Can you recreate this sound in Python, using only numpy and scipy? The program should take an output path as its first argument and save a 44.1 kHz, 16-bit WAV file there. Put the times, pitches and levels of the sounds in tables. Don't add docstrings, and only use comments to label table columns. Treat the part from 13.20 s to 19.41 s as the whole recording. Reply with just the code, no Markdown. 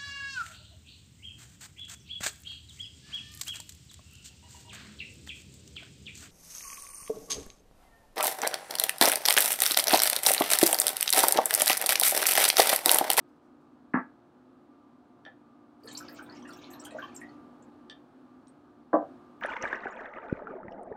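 import sys
import numpy as np
from scipy import signal
from scipy.fft import rfft, irfft
from scipy.io import wavfile

SR = 44100
rng = np.random.default_rng(int(sys.argv[2]) if len(sys.argv) > 2 else 0)


def transcribe(signal):
    frames = np.atleast_2d(signal).T
    limited = np.clip(frames, -1, 1)
    pcm = np.round(limited * 32767).astype(np.int16)
    wavfile.write(sys.argv[1], SR, pcm)


def invert_db(level):
    return 10 ** (np.asarray(level, dtype=float) / 20)


N = 273861

# start_s, level_db
BACKGROUND_SWELL = [(0, -2.5), (2.63, -2.5), (2.7, 4.5), (3.9, 5.5), (4.7, 0.2), (5.7, -2), (5.9, 3.5),
                    (6.2, 1)]
# pitch_hz, level_db
AIR_SPECTRUM = [(15, -92.5), (30, -45.5), (45, -26.5), (130, -13), (190, -18), (242, -2), (300, -7),
                (353, -8.5), (383, -13), (817, -15), (1300, -18.5), (1690, -26), (1900, -32.5), (4490, -39),
                (4930, -43), (8690, -50), (10400, -46), (16000, -57)]
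# pitch_hz, width_hz, level_db
DUCT_RESONANCES = [(152.3, 14, -76.5), (255.2, 13, -63)]
# pitch_hz, level_db
MOTOR_TONES = [(118.4, -82), (236.8, -72.5), (296.1, -64), (355.3, -69), (710.6, -77.5), (829.0, -83.5),
               (1184, -76), (1244, -82.5)]
# start_s, level_db, hardness_db_per_octave
PITCHER_LANDING = [(.7365, -21.5, 12.5), (.7405, -23.5, -2), (.7495, -25, 3.7), (.757, -38, 3),
                   (.772, -29, -0.8)]
CUP_LANDING = [(5.730, -16, 4.5), (5.736, -24.5, -3), (5.750, -33, 0.5), (5.768, -39, -5.5),
               (5.825, -51, -5.5)]
# start_s, level_db, hardness_db_per_octave
RIM_TICKS = [(2.051, -47.5, 6), (2.056, -66, 3.0), (2.062, -42, -12), (4.698, -47, 13),
             (4.706, -54.5, 11.0), (4.714, -69, -17), (5.731, -59.5, -0.5), (5.757, -69, 5)]
# pitch_hz, level_db, fade_by_60_db_s
PITCHER_MODES = [(139.7, -13, 0.065), (264.4, 1.5, 0.056), (436, -10, 0.02), (680, -4.5, 0.018),
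                 (843, -18, 0.077), (900.6, -15, 0.15), (1070, -1, 0.019), (1210, -2.5, 0.02),
                 (1346, -4.5, 0.031), (1634, 5, 0.0097), (1607, -3.5, 0.049), (1870, -13.5, 0.016),
                 (2130, -21, 0.027), (2474, -30, 0.014)]
CUP_MODES = [(148.5, -31.5, 0.069), (223, -15.5, 0.043), (307.6, -2.5, 0.14), (462, -7, 0.045),
             (581, -0.5, 0.11), (649.8, -11, 0.24), (680, -8, 0.19), (770, -2, 0.087), (866, -15.5, 0.1),
             (1045, -1, 0.022), (1135, -9.5, 0.065), (1212, -21, 0.19), (1364, -15.5, 0.034),
             (1567, -16.5, 0.08), (1750, -25, 0.037), (1820, -21, 0.027)]
RIM_MODES = [(510, -30, 0.038), (651, -28.5, 0.055), (795, -32, 0.09), (1360, -13.5, 0.0265),
             (1760, 3, 0.025), (1740, -7, 0.013), (2350, -23, 0.052), (3200, -3.5, 0.014),
             (3330, -4.5, .014), (3500, -3.5, 0.018), (3600, -3, 0.014), (4570, -11.5, .008),
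             (5330, -25, 0.011), (5770, -28, 0.023), (8200, -38.5, 0.0068)]
# delay_s, level_db
TAIL_SHAPE = [(0, -10), (0.01, 6), (.045, -7), (.06, -10), (.12, -28.5), (.25, -60.5)]
# start_s, level_db
STREAM_FLOW = [(2.6, -24), (2.68, 2), (2.76, -3.5), (2.86, -3), (3.2, -5.5), (3.6, -4), (3.78, -8),
               (3.95, -6), (4.12, -15), (4.3, -44)]
# start_s, level_db, pitch_hz
CLEAR_BUBBLES = [(2.635, -56, 4680), (2.643, -42.5, 460), (2.672, -48.5, 1730), (2.675, -37.5, 4340),
                 (2.684, -50, 3180), (2.711, -41.5, 4010), (2.75, -37, 4300), (2.772, -31.5, 5520),
                 (2.775, -33.5, 7260), (2.804, -38, 1410), (2.826, -50, 5520), (2.883, -37.5, 4680),
                 (2.885, -47, 1750), (2.945, -53.5, 7560), (2.987, -38.5, 1450), (3.009, -53, 1610),
                 (3.014, -57, 2350), (3.061, -57.5, 3480), (3.091, -44.5, 1470), (3.096, -47.5, 4390),
                 (3.122, -52, 4790), (3.167, -50.5, 5350), (3.222, -55.5, 3220), (3.225, -54, 5800),
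                 (3.25, -48.5, 1760), (3.253, -55, 2680), (3.288, -57.5, 2650), (3.29, -45, 1406),
                 (3.306, -47.5, 4460), (3.324, -50, 3510), (3.333, -46.5, 5500), (3.368, -59.5, 2630),
                 (3.387, -50.5, 3510), (3.436, -46.5, 3420), (3.442, -47, 4060), (3.536, -48, 3920),
                 (3.595, -44.5, 5570), (3.6, -44, 7700), (3.623, -47, 1363), (3.638, -47, 6830),
                 (3.651, -43.5, 3020), (3.664, -43.5, 1516), (3.707, -52, 2560), (3.707, -55.5, 4030),
                 (3.707, -51, 1826), (3.719, -40.5, 613), (3.747, -31.5, 620), (3.785, -35, 1532),
                 (3.823, -40, 1090), (3.821, -41.5, 2986), (3.827, -47, 1700), (3.962, -38.5, 7110),
                 (3.966, -52.5, 5420), (4.015, -39, 1895), (4.067, -57, 1930), (4.09, -58.5, 4470),
                 (4.424, -55, 7160), (5.28, -58.5, 8480)]
# start_s, level_db, pitch_hz, pitch_spread_hz
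DROPLET_SPLASHES = [(2.635, -59, 12000, 3970), (2.653, -50, 10550, 2000), (2.679, -48.5, 6940, 1520),
                    (2.71, -46, 7300, 1420), (2.725, -45.5, 10800, 3500), (2.748, -56, 10400, 2530),
                    (2.775, -61, 14500, 1200), (2.774, -42.5, 10800, 1970), (2.802, -53, 13000, 2096),
                    (2.889, -54.5, 12700, 3065), (2.925, -50.5, 14600, 980), (2.985, -69, 14500, 1000),
                    (3.023, -56.5, 8700, 1010), (3.024, -56, 13200, 2500), (3.147, -57.5, 6150, 1200),
                    (3.189, -70, 8200, 1500), (3.275, -52.5, 7040, 3170), (3.286, -56, 10640, 3500),
                    (3.323, -58.5, 8000, 1490), (3.328, -61.5, 14400, 905), (3.361, -57, 6430, 930),
                    (3.368, -57, 13600, 2000), (3.502, -53.5, 7100, 1590), (3.504, -50, 12700, 2000),
                    (3.522, -62, 8140, 1200), (3.53, -46.5, 12300, 946), (3.606, -69, 15000, 696),
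                    (3.646, -41, 9370, 4110), (3.705, -55, 8200, 1500), (3.771, -60, 6470, 905),
                    (3.787, -61, 11900, 900), (3.822, -65, 14000, 1500), (3.843, -66, 11900, 876),
                    (3.945, -49, 8200, 920), (3.949, -52.5, 12200, 2080), (4.003, -53, 9480, 2970)]
# pitch_hz, level_db
MIC_COLOUR = [(7000, 2), (8800, 3.5), (10100, -6), (12000, -0.5), (13600, -5), (15000, 1.5), (16000, 2)]


def rms_one(x):
    return x / np.sqrt(np.mean(x ** 2) + 1e-20)


def in_time(rows, outside=None):
    start_s, level_db = np.transpose(rows)
    return np.interp(np.arange(N) / SR, start_s, level_db, outside, outside)


def drift(rate_hz):
    step = 40
    r = np.exp(-2 * np.pi * rate_hz * step / SR)
    noise = rng.standard_normal(N // step + 2002)
    slow = signal.lfilter([1], [1, -2 * r, r * r], noise)[2000:]
    return np.interp(np.arange(N) / step, np.arange(len(slow)), rms_one(slow))


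def split(x, hz):
    low = signal.sosfiltfilt(signal.butter(2, hz, fs=SR, output="sos"), x)
    return low, x - low


def ring(clicks, hz, t60):
    r = invert_db(-60 / (t60 * SR))
    w = 2 * np.pi * hz / SR
    return signal.lfilter([0, np.sin(w)], [1, -2 * r * np.cos(w), r * r], clicks + 1e-18)


def ventilation():
    air_db = -61
    hz, db = np.transpose(AIR_SPECTRUM)
    bins = np.fft.rfftfreq(N, 1 / SR) + 1
    shape = invert_db(np.interp(np.log(bins), np.log(hz), db))
    out = invert_db(air_db) * rms_one(irfft(rfft(rng.standard_normal(N)) * shape, N))
    for centre_hz, width_hz, level_db in DUCT_RESONANCES:
        out += invert_db(level_db) * rms_one(ring(rng.standard_normal(N), centre_hz, 2.4 / width_hz))
    return out


def motor():
    out = np.zeros(N)
    for line_hz, level_db in MOTOR_TONES:
        turns = line_hz * np.arange(N) / SR + rng.random() + 0.065 * drift(3.7)
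        waver_db = (2.0 + 4.1 * line_hz / 1000) * np.minimum(drift(3.2), 1)
        out += np.sqrt(2) * invert_db(level_db + waver_db) * np.sin(2 * np.pi * turns)
    return out


def background():
    return invert_db(in_time(BACKGROUND_SWELL)) * (ventilation() + motor())


def knock(blows, modes, band_hz):
    uneven_db = 1.5
    contact_cycles = 2.1
    start_s, blow_db, hardness = np.transpose(blows)
    at = np.round(start_s * SR).astype(int)
    out = np.zeros(N)
    for k, (hz, mode_db, t60) in enumerate(modes):
        tilt_db = hardness * np.log2(hz / 2000)
        chance_db = uneven_db * rng.standard_normal(len(at))
        clicks = np.zeros(N)
        clicks[at] = (-1) ** k * invert_db(blow_db + mode_db + tilt_db + chance_db)
        out += ring(clicks, hz, t60) - ring(clicks, hz, min(contact_cycles / hz, t60 / 2))
    return signal.sosfilt(signal.butter(8, band_hz, "band", fs=SR, output="sos"), out)


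def pitcher_set_down():
    return knock(PITCHER_LANDING, PITCHER_MODES, band_hz=(54, 2550))


def blurred_tail(x):
    tail_db, bass_cut_hz = -3, 292
    treble_hz, treble_loss_db_per_s = 3750, 399.5
    delay, db = np.transpose(TAIL_SHAPE)
    t = np.arange(int(delay[-1] * SR)) / SR
    low, high = split(rng.standard_normal(len(t)), treble_hz)
    tail = invert_db(np.interp(t, delay, db)) * (low + high * invert_db(-treble_loss_db_per_s * t))
    x = signal.sosfilt(signal.butter(1, bass_cut_hz, "high", fs=SR, output="sos"), x)
    return invert_db(tail_db) * signal.fftconvolve(x, tail / np.linalg.norm(tail))[:N]


def rim_taps():
    return knock(RIM_TICKS, RIM_MODES, band_hz=(350, 12000))


def swarm(low_hz, high_hz, per_s, cycles, uneven_db, clump_db):
    pitches = 18
    size_db = uneven_db * np.minimum(rng.exponential(1, N), 4)
    sizes = invert_db(size_db) * rng.choice([-1, 1], N)
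    born = rng.random(N) < per_s * invert_db(clump_db * drift(15)) / SR
    dealt = rng.integers(0, pitches, N)
    out = np.zeros(N)
    for k, hz in enumerate(np.geomspace(low_hz, high_hz, pitches)):
        clicks = sizes * born * (dealt == k)
        t60 = cycles / hz
        out += hz * ring(ring(clicks, hz, t60), hz, t60)
    return rms_one(out)


def stream():
    flow_db = in_time(STREAM_FLOW, outside=-56.5)
    since_s = np.arange(N) / SR - STREAM_FLOW[0][0]
    gurgle = swarm(505.3, 2610, 990.0, cycles=28.0, uneven_db=7.0, clump_db=4.0)
    fizz = swarm(2200, 6800, 2600.0, cycles=33.0, uneven_db=4.5, clump_db=11.0)
    spray = swarm(5000, 15000, 2100.0, cycles=69.0, uneven_db=3.5, clump_db=7.0)
    gurgle_db = -64 + 3.5 * since_s
    fizz_db = -66
    spray_db = -72 - 14 * since_s
    return (invert_db(flow_db + gurgle_db) * gurgle + invert_db(flow_db + fizz_db) * fizz
            + invert_db(flow_db + spray_db) * spray)


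def burst(hz, length, spread_hz, chance, rise, stagger):
    late = stagger * length * np.abs(chance[:, 2:]) * min(spread_hz / hz * 10, 1)
    t = np.maximum(np.arange(int(5 * length * SR)) / SR - late, 0)
    shape = (t / length * 3.8) * np.exp(1 - t / length * 4.65)
    places = np.linspace(-1.6, 1.6, len(chance))[:, None] + 0.23 * chance[:, :1]
    pitches = np.clip(hz + spread_hz * places, 100, 15800)
    phase = 2 * np.pi * (pitches * (t + rise * t ** 2 / length) + chance[:, 1:2])
    weight = np.exp(-places ** 2)
    return (shape * weight * np.sin(phase)).sum(axis=0) / np.sqrt(len(chance) / 3)


def snap(hz):
    snap_db, cycles = -6, 1.3
    turns = np.arange(int(8 * cycles * SR / hz)) * hz / SR
    shape = turns / cycles * np.exp(1 - turns / cycles)
    return invert_db(snap_db) * shape * np.sin(2 * np.pi * turns)


def bubbles():
    # start_s, level_db, pitch_hz, length_s, pitch_spread_hz, bubble count, snap_db, stagger
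    rows = []
    for s, db, hz in CLEAR_BUBBLES:
        length = 0.014 * (hz / 1000) ** -0.471
        rows.append((s, db, hz, length, 0.085 * hz, 17, 0, 0.3))
    for s, db, hz, spread_hz in DROPLET_SPLASHES:
        rows.append((s, db, hz, 0.0095, spread_hz, 60, -10, 0.8))
    rows.append((5.271, -60, 5500, 0.0025, 2600, 60, 0, 0.3))
    out = np.zeros(N + SR)
    chance = rng.standard_normal((len(rows), 60, 3))
    for (s, db, hz, length, spread_hz, many, snap_db, stagger), draw in zip(rows, chance):
        at = round(s * SR)
        tone = invert_db(db) * burst(hz, length, spread_hz, draw[:many], rise=0.016, stagger=stagger)
        click = invert_db(db + snap_db) * snap(hz) * min(spread_hz / hz * 10, 1)
        out[at:at + len(tone)] += tone
        out[at:at + len(click)] += click
    return out[:N]


def cup_set_down():
    return knock(CUP_LANDING, CUP_MODES, band_hz=(120, 2090))


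def scene():
    knocks = pitcher_set_down() + cup_set_down()
    near = rim_taps() + stream() + bubbles()
    tail = blurred_tail(near + invert_db(-1.5) * knocks)
    return (near + knocks + tail + background())[None]


def low_pass(x):
    return signal.sosfilt(signal.butter(12, 16120, fs=SR, output="sos"), x)


def record(dry):
    heard = signal.sosfilt(signal.butter(4, 46.4, "high", fs=SR, output="sos"), dry)
    hz, db = np.transpose(MIC_COLOUR)
    colour = invert_db(np.interp(np.fft.rfftfreq(N, 1 / SR), hz, db))
    heard = irfft(rfft(heard) * colour, N)
    return low_pass(heard)


dry = scene()
out = record(dry)
transcribe(out)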